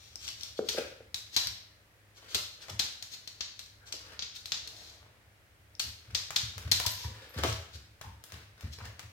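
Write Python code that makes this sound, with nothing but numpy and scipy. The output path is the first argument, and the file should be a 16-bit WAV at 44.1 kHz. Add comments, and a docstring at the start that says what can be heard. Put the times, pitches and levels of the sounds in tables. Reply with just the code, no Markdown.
"""Plastic ticks, snaps and scrapes on boards: a dog in a cone collar pushes a rubber ball about a wooden floor.
Shaped chatter makes rim, claws and bumps; grainy noise makes scrapes, scuffs and rolling.
Paws thump as short pushes with a noisy boom; damped sines make hollow knocks close by and the tag's tinkle.
Wavering sines squeak as rubber. A hard room rings for half a second over air, hum and rumble."""
import sys
import numpy as np
from scipy import signal
from scipy.fft import rfft, irfft, next_fast_len
from scipy.io import wavfile
from scipy.ndimage import uniform_filter1d

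SR = 44100
rng = np.random.default_rng(int(sys.argv[2]) if len(sys.argv) > 2 else 0)


def put_to_file(sound):
    """Save the sound as 16-bit audio at rate SR, in the file named by the first command-line argument."""
    columns = np.atleast_2d(sound).T  # one column per channel
    safe = np.clip(columns, -1, 1)
    whole_steps = np.round(safe * 32767)
    wavfile.write(sys.argv[1], SR, whole_steps.astype(np.int16))


N = 402191

# Weight landing on the boards. Each row: start in seconds, relative level in dB.
PAW_LANDINGS = [(1.46, -40), (2.343, -39), (2.705, -35), (5.842, -38), (6.076, -41), (6.124, -34.5),
                (6.43, -31.5), (6.56, -33.5), (6.65, -25), (6.857, -29), (7.047, -26), (7.362, -24.5),
                (7.48, -23), (7.74, -37), (8.049, -35.5), (8.327, -36), (8.635, -26), (8.812, -33),
                (9.031, -40)]
# Spectrum of the plastic cone. Each row: frequency in Hz, relative gain in dB.
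CONE_COLOUR = [(100, -12), (300, -23), (750, -17.5), (1050, -16.5), (1500, -13), (2400, -10), (3300, -4),
               (4100, 0), (4800, -1.5), (6300, -5), (8000, -12), (10500, -21.5), (13000, -16),
               (16000, -29.5)]
# Spectrum of the floor's boom. Each row: frequency in Hz, relative gain in dB.
BOARD_COLOUR = [(25, 12), (56, 4), (69, 17), (90, 11), (112, 12), (140, -5), (220, -7.5), (450, -31.5),
                (1500, -76)]


def amp(db):
    """Converts dB to amplitude."""
    return 10 ** (np.asarray(db) / 20)


def evened(x):
    """Scales to rms 1."""
    return x / np.sqrt(np.mean(x ** 2) + 1e-20)


def read(points, hz):
    """Interpolates (Hz, value) points on a log-frequency axis."""
    f, value = np.transpose(points)
    return np.interp(np.log(hz + 1), np.log(f + 1), value)


def clock(size):
    """Sample times in seconds."""
    return np.arange(size) / SR


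def decay(t, t60):
    """Exponential decay by 60 dB in t60 seconds."""
    return np.exp(-np.log(1000) * t / t60)


def add(mix, s, sound):
    """Mixes a sound in at a time in seconds."""
    part = mix[max(round(s * SR), 0):][:len(sound)]
    part += sound[:len(part)]


def peaked(x, size):
    """Scales so that the loudest stretch of this many samples has rms 1."""
    return x / np.sqrt(uniform_filter1d(x ** 2, size, mode="constant").max())


def causal(db):
    """Minimum-phase response with these gains per rfft bin."""
    cepstrum = irfft(np.log(amp(db)))
    half = len(cepstrum) // 2
    cepstrum[1:half] *= 2
    cepstrum[half + 1:] = 0
    return irfft(np.exp(rfft(cepstrum)))


def coloured(x, points):
    """Gives a signal a spectrum, at rms 1."""
    size = next_fast_len(len(x))
    gain = amp(read(points, np.fft.rfftfreq(size, 1 / SR)))
    return evened(irfft(rfft(x, size) * gain, size)[:len(x)])


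def diffuse(pair):
    """Two unrelated signals become a diffuse field: alike in the bass, unrelated in the treble."""
    # Likeness of the two microphones. Each row: frequency in Hz, correlation.
    likeness = [(600, 0.66), (1100, -0.04)]
    size = next_fast_len(pair.shape[1])
    a, b = rfft(pair, size)
    same = np.clip(read(likeness, np.fft.rfftfreq(size, 1 / SR)), -1, 1)
    mid, side = a * np.sqrt((1 + same) / 2), b * np.sqrt((1 - same) / 2)
    return irfft(np.array([mid + side, mid - side]), size)[:, :pair.shape[1]]


def room_tail(gap_s, build_s):
    """Dense reflections that build up, then die band by band."""
    # Reverberation. Each row: frequency in Hz, t60 in seconds.
    room_t60 = [(150, 0.38), (2000, 0.64), (4200, 0.56), (9000, 0.46)]
    taps = rng.standard_normal((2, 30000)) * (rng.random((2, 30000)) < .2)
    hz, t, z = signal.stft(diffuse(taps), SR, nperseg=256)
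    z *= decay(t, read(room_t60, hz)[:, None])
    tail = signal.istft(z, SR)[1]
    tail *= 1 - np.exp(-np.maximum(clock(tail.shape[1]) - gap_s, 0) / build_s)
    return tail / np.linalg.norm(tail, axis=1, keepdims=True)


def placed(x, tails, left_db, right_db, scatter_db, wet_db):
    """Direct sound plus echoes that crossfade through a fixed cycle of random early scatters and room tails."""
    step_s, scatter_s = .3, .005  # time per echo pattern, decay constant of the scatter
    out, t = np.zeros((2, N)), clock(tails[0].shape[1])
    for k, tail in enumerate(tails):
        steps_away = (clock(N) / step_s - k + 1) % len(tails) - 1
        fade = np.cos(np.pi / 2 * np.minimum(abs(steps_away), 1))
        early = diffuse(rng.standard_normal(tail.shape)) * np.exp(-t / scatter_s)
        early /= np.linalg.norm(early, axis=1, keepdims=True)
        echoes = amp(wet_db) * tail + amp(scatter_db) * early
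        out += signal.oaconvolve((x * fade)[None], echoes, axes=1)[:, :N]
    direct = np.array([amp(left_db) * x, amp(right_db) * np.roll(x, 4)])  # right is 4 samples late
    return out + direct


def chatter(chatter_s, grit, ring_db, ring_stretch):
    """A contact builds, lets go in a few uneven slips and rings on; it drives all frequencies alike."""
    build_share = .15  # of the chatter time
    t = clock(size=2048)
    force, sizes = rng.standard_normal((2, len(t)))
    slips = evened(np.exp(grit * evened(uniform_filter1d(sizes, size=40))))
    ring = amp(ring_db) * np.exp(-t / (ring_stretch * chatter_s))
    shape = np.hypot(slips * np.exp(-t / chatter_s), ring)
    shape *= 1 - np.exp(-t / (build_share * chatter_s))
    force = force * shape
    for _ in range(8):  # alternate between flat spectrum and wanted envelope
        spectrum = rfft(force, 2 * len(t))
        flat = irfft(spectrum / abs(spectrum))[:len(t)]
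        force = shape * flat / np.sqrt(abs(uniform_filter1d(flat ** 2, size=40)) + 1e-20)
    return force


def clicks(rows, colour, grit, ring_db, ring_stretch):
    """Each contact's chatter takes the colour of the struck part."""
    sheet_peak_db, sheet_width_hz = 5.5, 250
    out, hz = np.zeros(N), np.fft.rfftfreq(1024, 1 / SR)
    body = read([(1800, 0.65), (3500, 0.18)], hz)
    edge = read([(6500, 0.16), (9500, 0.83)], hz)
    for s, db, body_db, edge_db, chatter_s, *sheet_hz in rows:
        # only the cone's rows carry a sheet resonance
        sheet_db = sum(sheet_peak_db / (1 + (2 * (hz - f) / sheet_width_hz) ** 2) for f in sheet_hz)
        part = causal(read(colour, hz) + body_db * body + edge_db * edge + sheet_db)
        force = chatter(chatter_s, grit, ring_db, ring_stretch)
        add(out, s, amp(db) * peaked(signal.fftconvolve(force, part), size=130))
    return out


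def strokes(rows, colour, grains_per_s, grain_db, smooth, judder_db):
    """Friction: tiny catches of uneven size over smooth noise, swelling, fading and juddering per stroke."""
    swell_share = 0.55  # of the stroke's length
    t = clock(N)
    power = np.zeros(N)
    for s, length_s, db in rows:
        near = slice(*np.searchsorted(t, [s - 3 * length_s, s + 3 * length_s]))
        u = (t[near] - s) / length_s
        share = np.where(u < 0, swell_share, 1 - swell_share)
        power[near] += amp(db) ** 2 * np.exp(-(u / share) ** 2)
    sizes = amp(grain_db * np.minimum(rng.exponential(1, N), 4))
    catches = (rng.random(N) < grains_per_s / SR) * rng.choice([-1, 1], N) * sizes
    wander = evened(uniform_filter1d(rng.standard_normal(N), size=300))
    judder = evened(amp(judder_db * wander))
    friction = coloured(evened(catches) + smooth * rng.standard_normal(N), colour)
    return np.sqrt(power) * judder * friction


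def background(waver):
    """Still room air, the wavering hum of an appliance and a low rumble that comes and goes."""
    # Spectrum of the air. Each row: frequency in Hz, relative gain in dB.
    air_colour = [(20, -22), (45, -0.5), (70, -5.5), (100, -8.5), (140, -10.5), (250, -17.5), (550, -14),
                  (900, -19), (1900, -15), (3500, -22.5), (7000, -28.5), (16000, -31)]
    # Levels of the hum's first harmonics in dB.
    harmonic_db = [-69, -87, -82]
    # Rumble before doubling. Each row: time in seconds, level in dB.
    rumble_levels = [(0, -68.5), (1, -64.5), (2, -79.5), (4.75, -65.5), (5.3, -70.5)]
    air_db, hum_hz = -63.5, 102.1
    t = clock(N)
    air = diffuse(np.array([coloured(z, air_colour) for z in rng.standard_normal((2, N))]))
    drift = waver * coloured(rng.standard_normal(N), [(3, 0), (12, -30), (40, -120)])
    phase = 2 * np.pi * hum_hz * t + drift
    hum = sum(amp(db) * evened((1 + drift) * np.sin(k * phase)) for k, db in enumerate(harmonic_db, 1))
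    rumble_db = np.interp(t, *np.transpose(rumble_levels))
    rumble = amp(rumble_db) * coloured(rng.standard_normal(N), BOARD_COLOUR)
    return amp(air_db) * air + hum + 2 * rumble


def knocks(contact_s):
    """Blunt blows on a small hollow body; its pitch depends on where it is hit."""
    # Knocks close by. Each row: start in seconds, relative level in dB, pitch factor.
    knock_rows = [(0.5905, -22, 0.99), (.747, -35.5, 1.05), (.778, -32.5, 1.27), (0.783, -24.5, 1.06),
                  (1.005, -45, 1.05)]
    # Modes of the body. Each row: frequency in Hz at pitch factor 1, relative level in dB, t60 in seconds.
    body_modes = [(239, -15, 0.1), (380, 3.5, 0.02), (467, 6.5, 0.028), (435.4, -14, 0.21),
                  (780, -19, 0.066), (1390, 15, 0.0035)]
    out, t = np.zeros(N), clock(size=14000)
    no_bass = signal.butter(2, 170, "high", fs=SR, output="sos")
    onset = 1 - np.exp(-(t / contact_s) ** 2)
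    for s, db, pitch in knock_rows:
        modes = sum(amp(mode_db) * decay(t, t60) * np.sin(2 * np.pi * pitch * hz * t)
                    for hz, mode_db, t60 in body_modes)
        add(out, s, amp(db) * peaked(signal.sosfilt(no_bass, modes * onset), size=180))
    return out


def tag(t60, split_hz, onset_s):
    """The collar tag, a small metal disc, rings with a close pair of modes."""
    # Tinkles. Each row: start in seconds, relative level in dB.
    tinkle_rows = [(6.905, -38), (7.293, -50)]
    tag_hz = 12200
    out, t = np.zeros(N), clock(size=12000)
    pair = np.sin(2 * np.pi * tag_hz * t) + .5 * np.sin(2 * np.pi * (tag_hz + split_hz) * t)
    ring = pair * (1 - np.exp(-t / onset_s)) * decay(t, t60)
    for s, db in tinkle_rows:
        add(out, s, amp(db) * ring)
    return out


def squeaks(sag, waver):
    """The rubber ball sticks and slips on the floor, unsteadily and falling in pitch."""
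    # Squeaks. Each row: start in seconds, relative level in dB, pitch it falls to in Hz, time scale in seconds.
    squeak_rows = [(3.781, -65.5, 1463, .055), (6.849, -40, 880, 0.0062), (7.036, -49, 972, 0.009),
                   (8.035, -49, 950, 0.0096)]
    out, t = np.zeros(N), clock(size=8000)
    for s, db, hz, length_s in squeak_rows:
        u = t / length_s
        wander = evened(uniform_filter1d(rng.standard_normal(len(t)), size=120))
        pitch_hz = hz * (1 + sag * np.exp(-u ** 2) + waver * wander)
        tone = np.sin(2 * np.pi * np.cumsum(pitch_hz) / SR)
        add(out, s, amp(db) * peaked(u ** 2 * np.exp(-u ** 2) * tone, size=180))
    return out


def ball_rolls():
    """The ball rolls over the boards as sparse, dull catches."""
    # Rolls. Each row: time of the maximum in seconds, length scale in seconds, relative level in dB.
    roll_rows = [(2.805, 0.01, -38), (3.93, 0.14, -57), (4.88, 0.46, -57.5), (7.46, 0.099, -45)]
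    # Spectrum of rolling. Each row: frequency in Hz, relative gain in dB.
    roll_colour = [(60, -31.5), (200, -5.5), (600, -0.5), (1500, -6), (4000, -12), (16000, -57)]
    return strokes(roll_rows, roll_colour, grains_per_s=440, grain_db=5.5, smooth=1.0, judder_db=5.5)


def bumps(length_s, skirt_db):
    """Ball and paws make the loose boards clatter in one broad, heavily damped resonance."""
    # Bumps. Each row: start in seconds, relative level in dB, centre frequency in Hz.
    bump_rows = [(1.364, -42.5, 900), (2.347, -40, 466), (2.69, -45, 680), (3.938, -48.5, 467),
                 (6.799, -37, 800), (7.386, -36, 344), (7.437, -26.5, 490), (7.46, -34.5, 514),
                 (8.802, -44, 1080), (8.837, -49, 800)]
    out, hz = np.zeros(N), np.fft.rfftfreq(2048, 1 / SR)
    for s, db, centre_hz in bump_rows:
        octaves = np.log2((hz + 20) / centre_hz)
        board = causal(-skirt_db * np.hypot(octaves, .5))
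        clatter = chatter(length_s, grit=.5, ring_db=-20, ring_stretch=2)
        add(out, s, amp(db) * peaked(signal.fftconvolve(clatter, board), size=260))
    return out


def thumps(push_hz, push_s, boom_db, boom_t60):
    """A soft pad pushes the boards through a cycle or two; floor and room then rumble unevenly."""
    low_cut_hz = 57.7
    out, t = np.zeros(N), clock(size=24000)
    fade = (1 - np.exp(-t / push_s)) * decay(t, boom_t60)
    load = (t / push_s) ** 2 * np.exp(-t / push_s)
    push = peaked(load * np.sin(2 * np.pi * push_hz * t), size=500)
    for s, db in PAW_LANDINGS:
        boom = peaked(coloured(rng.standard_normal(len(t)), BOARD_COLOUR) * fade, size=2000)
        add(out, s, amp(db) * peaked(push + amp(boom_db) * boom, size=500))
    return signal.sosfiltfilt(signal.butter(3, low_cut_hz, "high", fs=SR, output="sos"), out)


def pad_scuffs(length_s, grip, db):
    """Every paw slides a little as it lands, louder under more weight."""
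    return [(s, length_s, db + grip * weight_db) for s, weight_db in PAW_LANDINGS]


def floor_scuffs():
    """Paws and ball drag on the floor, and pads slide as they land."""
    # Drags. Each row: time of the maximum in seconds, length scale in seconds, relative level in dB.
    drag_rows = [(.78, 0.018, -31), (2.30, 0.13, -54), (2.635, 0.055, -53), (4.09, 0.13, -55.5),
                 (7.25, 0.4, -56.5), (7.392, 0.049, -43), (7.444, 0.013, -30), (7.48, .047, -44.5),
                 (8.345, 0.12, -54.5), (8.85, 0.063, -53.5)]
    # Spectrum of scuffing. Each row: frequency in Hz, relative gain in dB.
    scuff_colour = [(60, -8), (200, -6.5), (520, 3.5), (800, -3.5), (1500, 3), (2500, 0), (5000, -3),
                    (9000, -16.5), (16000, -20.5)]
    rows = [*drag_rows, *pad_scuffs(length_s=0.066, grip=0.56, db=-40.5)]
    return strokes(rows, scuff_colour, grains_per_s=1400, grain_db=0.5, smooth=0.58, judder_db=5.5)


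def claw_ticks(tick_s, edge_db):
    """Claws tick on the boards: the more pad lands too, the fuller, duller and longer the tick."""
    # Ticks. Each row: start in seconds, relative level in dB, weight of the body below the treble in dB.
    claw_rows = [(2.683, -27.5, 10), (6.306, -17, 2), (6.58, -21, -0.5), (6.8, -11, -2), (7.436, -13.5, 2),
                 (8.012, -24.5, 11.5), (8.0147, -30.5, -10.5), (8.2397, -26.5, -10), (8.321, -26, 0.5),
                 (8.609, -30, -2), (8.854, -26.5, 3.5), (8.994, -23, 2)]
    # Spectrum of a claw. Each row: frequency in Hz, relative gain in dB.
    claw_colour = [(100, 2), (300, -11.5), (900, 0.5), (5000, -2.5), (13000, -5.5), (16000, -6)]
    rows = [(s, db, body_db, edge_db - body_db, tick_s * amp(body_db)) for s, db, body_db in claw_rows]
    return clicks(rows, claw_colour, grit=0.34, ring_db=-11.0, ring_stretch=1.8)


def plastic_ticks(length_s, grain):
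    """One slip of the sheet: a few grainy cycles that swell and stop."""
    # Dry ticks. Each row: start in seconds, relative level in dB.
    tick_rows = [(0.1567, -33.5), (0.2788, -31.5), (0.4094, -38), (.433, -30), (1.4708, -25.5),
                 (1.478, -36), (5.7513, -47)]
    tick_hz = 5430
    out, t = np.zeros(N), clock(size=512)
    u = t / length_s
    for s, db in tick_rows:
        noise = coloured(rng.standard_normal(len(t)), CONE_COLOUR)
        cycles = np.sin(2 * np.pi * tick_hz * t) + grain * noise
        add(out, s, amp(db) * peaked(u ** 2 * np.exp(-u ** 2) * cycles, size=130))
    return out


def rim_scrapes():
    """The cone's rim slides on the boards as a stream of catches."""
    # Slides. Each row: time of the maximum in seconds, length scale in seconds, relative level in dB.
    scrape_rows = [(.02, 0.2, -59.5), (.265, 0.078, -47.5), (.45, 0.082, -51), (.58, 0.023, -52.5),
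                   (.72, 0.071, -48.5), (1.348, 0.031, -48), (2.175, 0.024, -60), (2.32, 0.044, -51.5),
                   (2.628, 0.024, -52.5), (2.70, 0.0061, -40.5), (3.135, 0.028, -47), (3.88, 0.021, -53.5),
                   (4.363, .019, -45.5), (4.83, 0.2, -58), (7.025, 0.069, -50), (7.495, 0.035, -43),
                   (7.75, 0.027, -53), (8.733, 0.017, -50)]
    return strokes(scrape_rows, CONE_COLOUR, grains_per_s=900, grain_db=1.5, smooth=1.0, judder_db=1.5)


def rim_contacts(body_db):
    """A light touch is one short tick; a hard-pressed rim chatters longer as it lets go."""
    # Snaps. Each row: start in seconds, relative level in dB, treble edge in dB, ring of the bent sheet in Hz.
    snap_rows = [(0.286, -28, -21, 3980), (0.6864, -19, -18.5, 5900), (1.1434, -22.5, -15, 3870),
                 (1.3634, -14.5, -19, 3970), (1.371, -22, -18, 4630), (2.346, -16, -16, 4100),
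                 (2.353, -27, -22, 5070), (2.793, -16.5, -20.5, 4040), (3.024, -30, -16, 6800),
                 (3.2745, -31, -19, 4350), (3.4071, -23, -35, 4350), (3.5924, -30.5, -17, 4140),
                 (3.923, -25, -21, 5100), (4.192, -25.5, -46, 4750), (4.2228, -26, -38, 3580),
                 (4.4565, -29.5, -15, 4100), (4.5193, -19, -32, 3880), (4.5421, -30, -33, 3880),
                 (4.6746, -33, -14, 4330), (5.795, -20, -13.5, 4390), (6.148, -16.5, -24, 4900),
                 (6.3607, -15.5, -22, 3620), (6.7145, -12, -14.5, 4240), (6.8625, -17.5, -10, 5030),
                 (7.526, -29.5, -17, 5550)]
    longest_s, half_length_db, plain_edge_db = 0.0042, -29, -19  # plain edge: cone colour as it stands
    return [(s, db, body_db, edge_db - plain_edge_db, longest_s / (1 + amp(half_length_db - db) ** 2), hz)
            for s, db, edge_db, hz in snap_rows]


def rattles(snaps, delay_s, below_db, spread_db, detune):
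    """After each snap the springy cone skips three more times, weaker and bent a little differently."""
    rows = []
    for s, db, body_db, edge_db, chatter_s, sheet_hz in snaps:
        for k, (wait, size, bend) in enumerate(rng.random((3, 3)), 1):
            skip_s = s + (k - .5 + wait) * delay_s
            skip_db = db - below_db - k * spread_db * size
            skip_hz = sheet_hz * (1 + detune * (bend - .5))
            rows.append((skip_s, skip_db, body_db, edge_db, chatter_s / 2, skip_hz))
    return rows


def rim_snaps():
    """The cone's rim snaps on the floor and rattles after each snap."""
    contacts = rim_contacts(body_db=1.0)
    skips = rattles(contacts, delay_s=0.025, below_db=14.5, spread_db=14, detune=0.36)
    return clicks(contacts + skips, CONE_COLOUR, grit=0.49, ring_db=-19.5, ring_stretch=5.9)


def scene():
    """Sounds lean left; cone and claws have little direct sound on the right, knocks, feet and bumps plenty."""
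    tails = [room_tail(gap_s=0.004, build_s=0.0015) * amp([[.8], [-.8]]) for _ in range(6)]
    close = placed(knocks(contact_s=.0018), tails, left_db=0, right_db=-1, scatter_db=-22, wet_db=-6)

    tinkle = tag(t60=.1, split_hz=70, onset_s=.003)
    rubber = squeaks(sag=0.1, waver=.09)
    low_sources = amp(-2.0) * floor_scuffs() + amp(-8.5) * ball_rolls() + rubber + tinkle
    feet = placed(low_sources, tails, left_db=2, right_db=-3.0, scatter_db=-2.0, wet_db=2.0)

    wood = bumps(length_s=0.009, skirt_db=14.5)
    bumping = placed(wood, tails, left_db=-1.5, right_db=-4.5, scatter_db=-9.5, wet_db=-6.5)
    boards = thumps(push_hz=98.5, push_s=.0055, boom_db=1.0, boom_t60=0.53)
    boards = amp(-5.5) * boards * amp([[.5], [-.5]])

    claws = amp(-14.5) * claw_ticks(tick_s=0.00087, edge_db=-9)
    ticks = placed(claws, tails, left_db=-1.0, right_db=-17, scatter_db=-3, wet_db=-2)
    slips = plastic_ticks(length_s=.001, grain=.8)
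    plastic = placed(slips, tails, left_db=1, right_db=-12, scatter_db=-8, wet_db=-6)
    rim = amp(-8.0) * rim_snaps() + rim_scrapes()
    cone = placed(rim, tails, left_db=3.0, right_db=-93.0, scatter_db=0.5, wet_db=2.0)
    return background(waver=0.22) + close + feet + bumping + boards + ticks + plastic + cone


def record(dry):
    """The recorder's low cut and band limit."""
    low_cut_hz, edge_hz = 51.5, 16300
    dry = signal.sosfilt(signal.butter(3, low_cut_hz, "high", fs=SR, output="sos"), dry)
    band_limit = signal.firwin(401, edge_hz, window=("kaiser", 9), fs=SR)
    return signal.oaconvolve(dry, band_limit[None], "same")


dry = scene()
out = record(dry)
put_to_file(out)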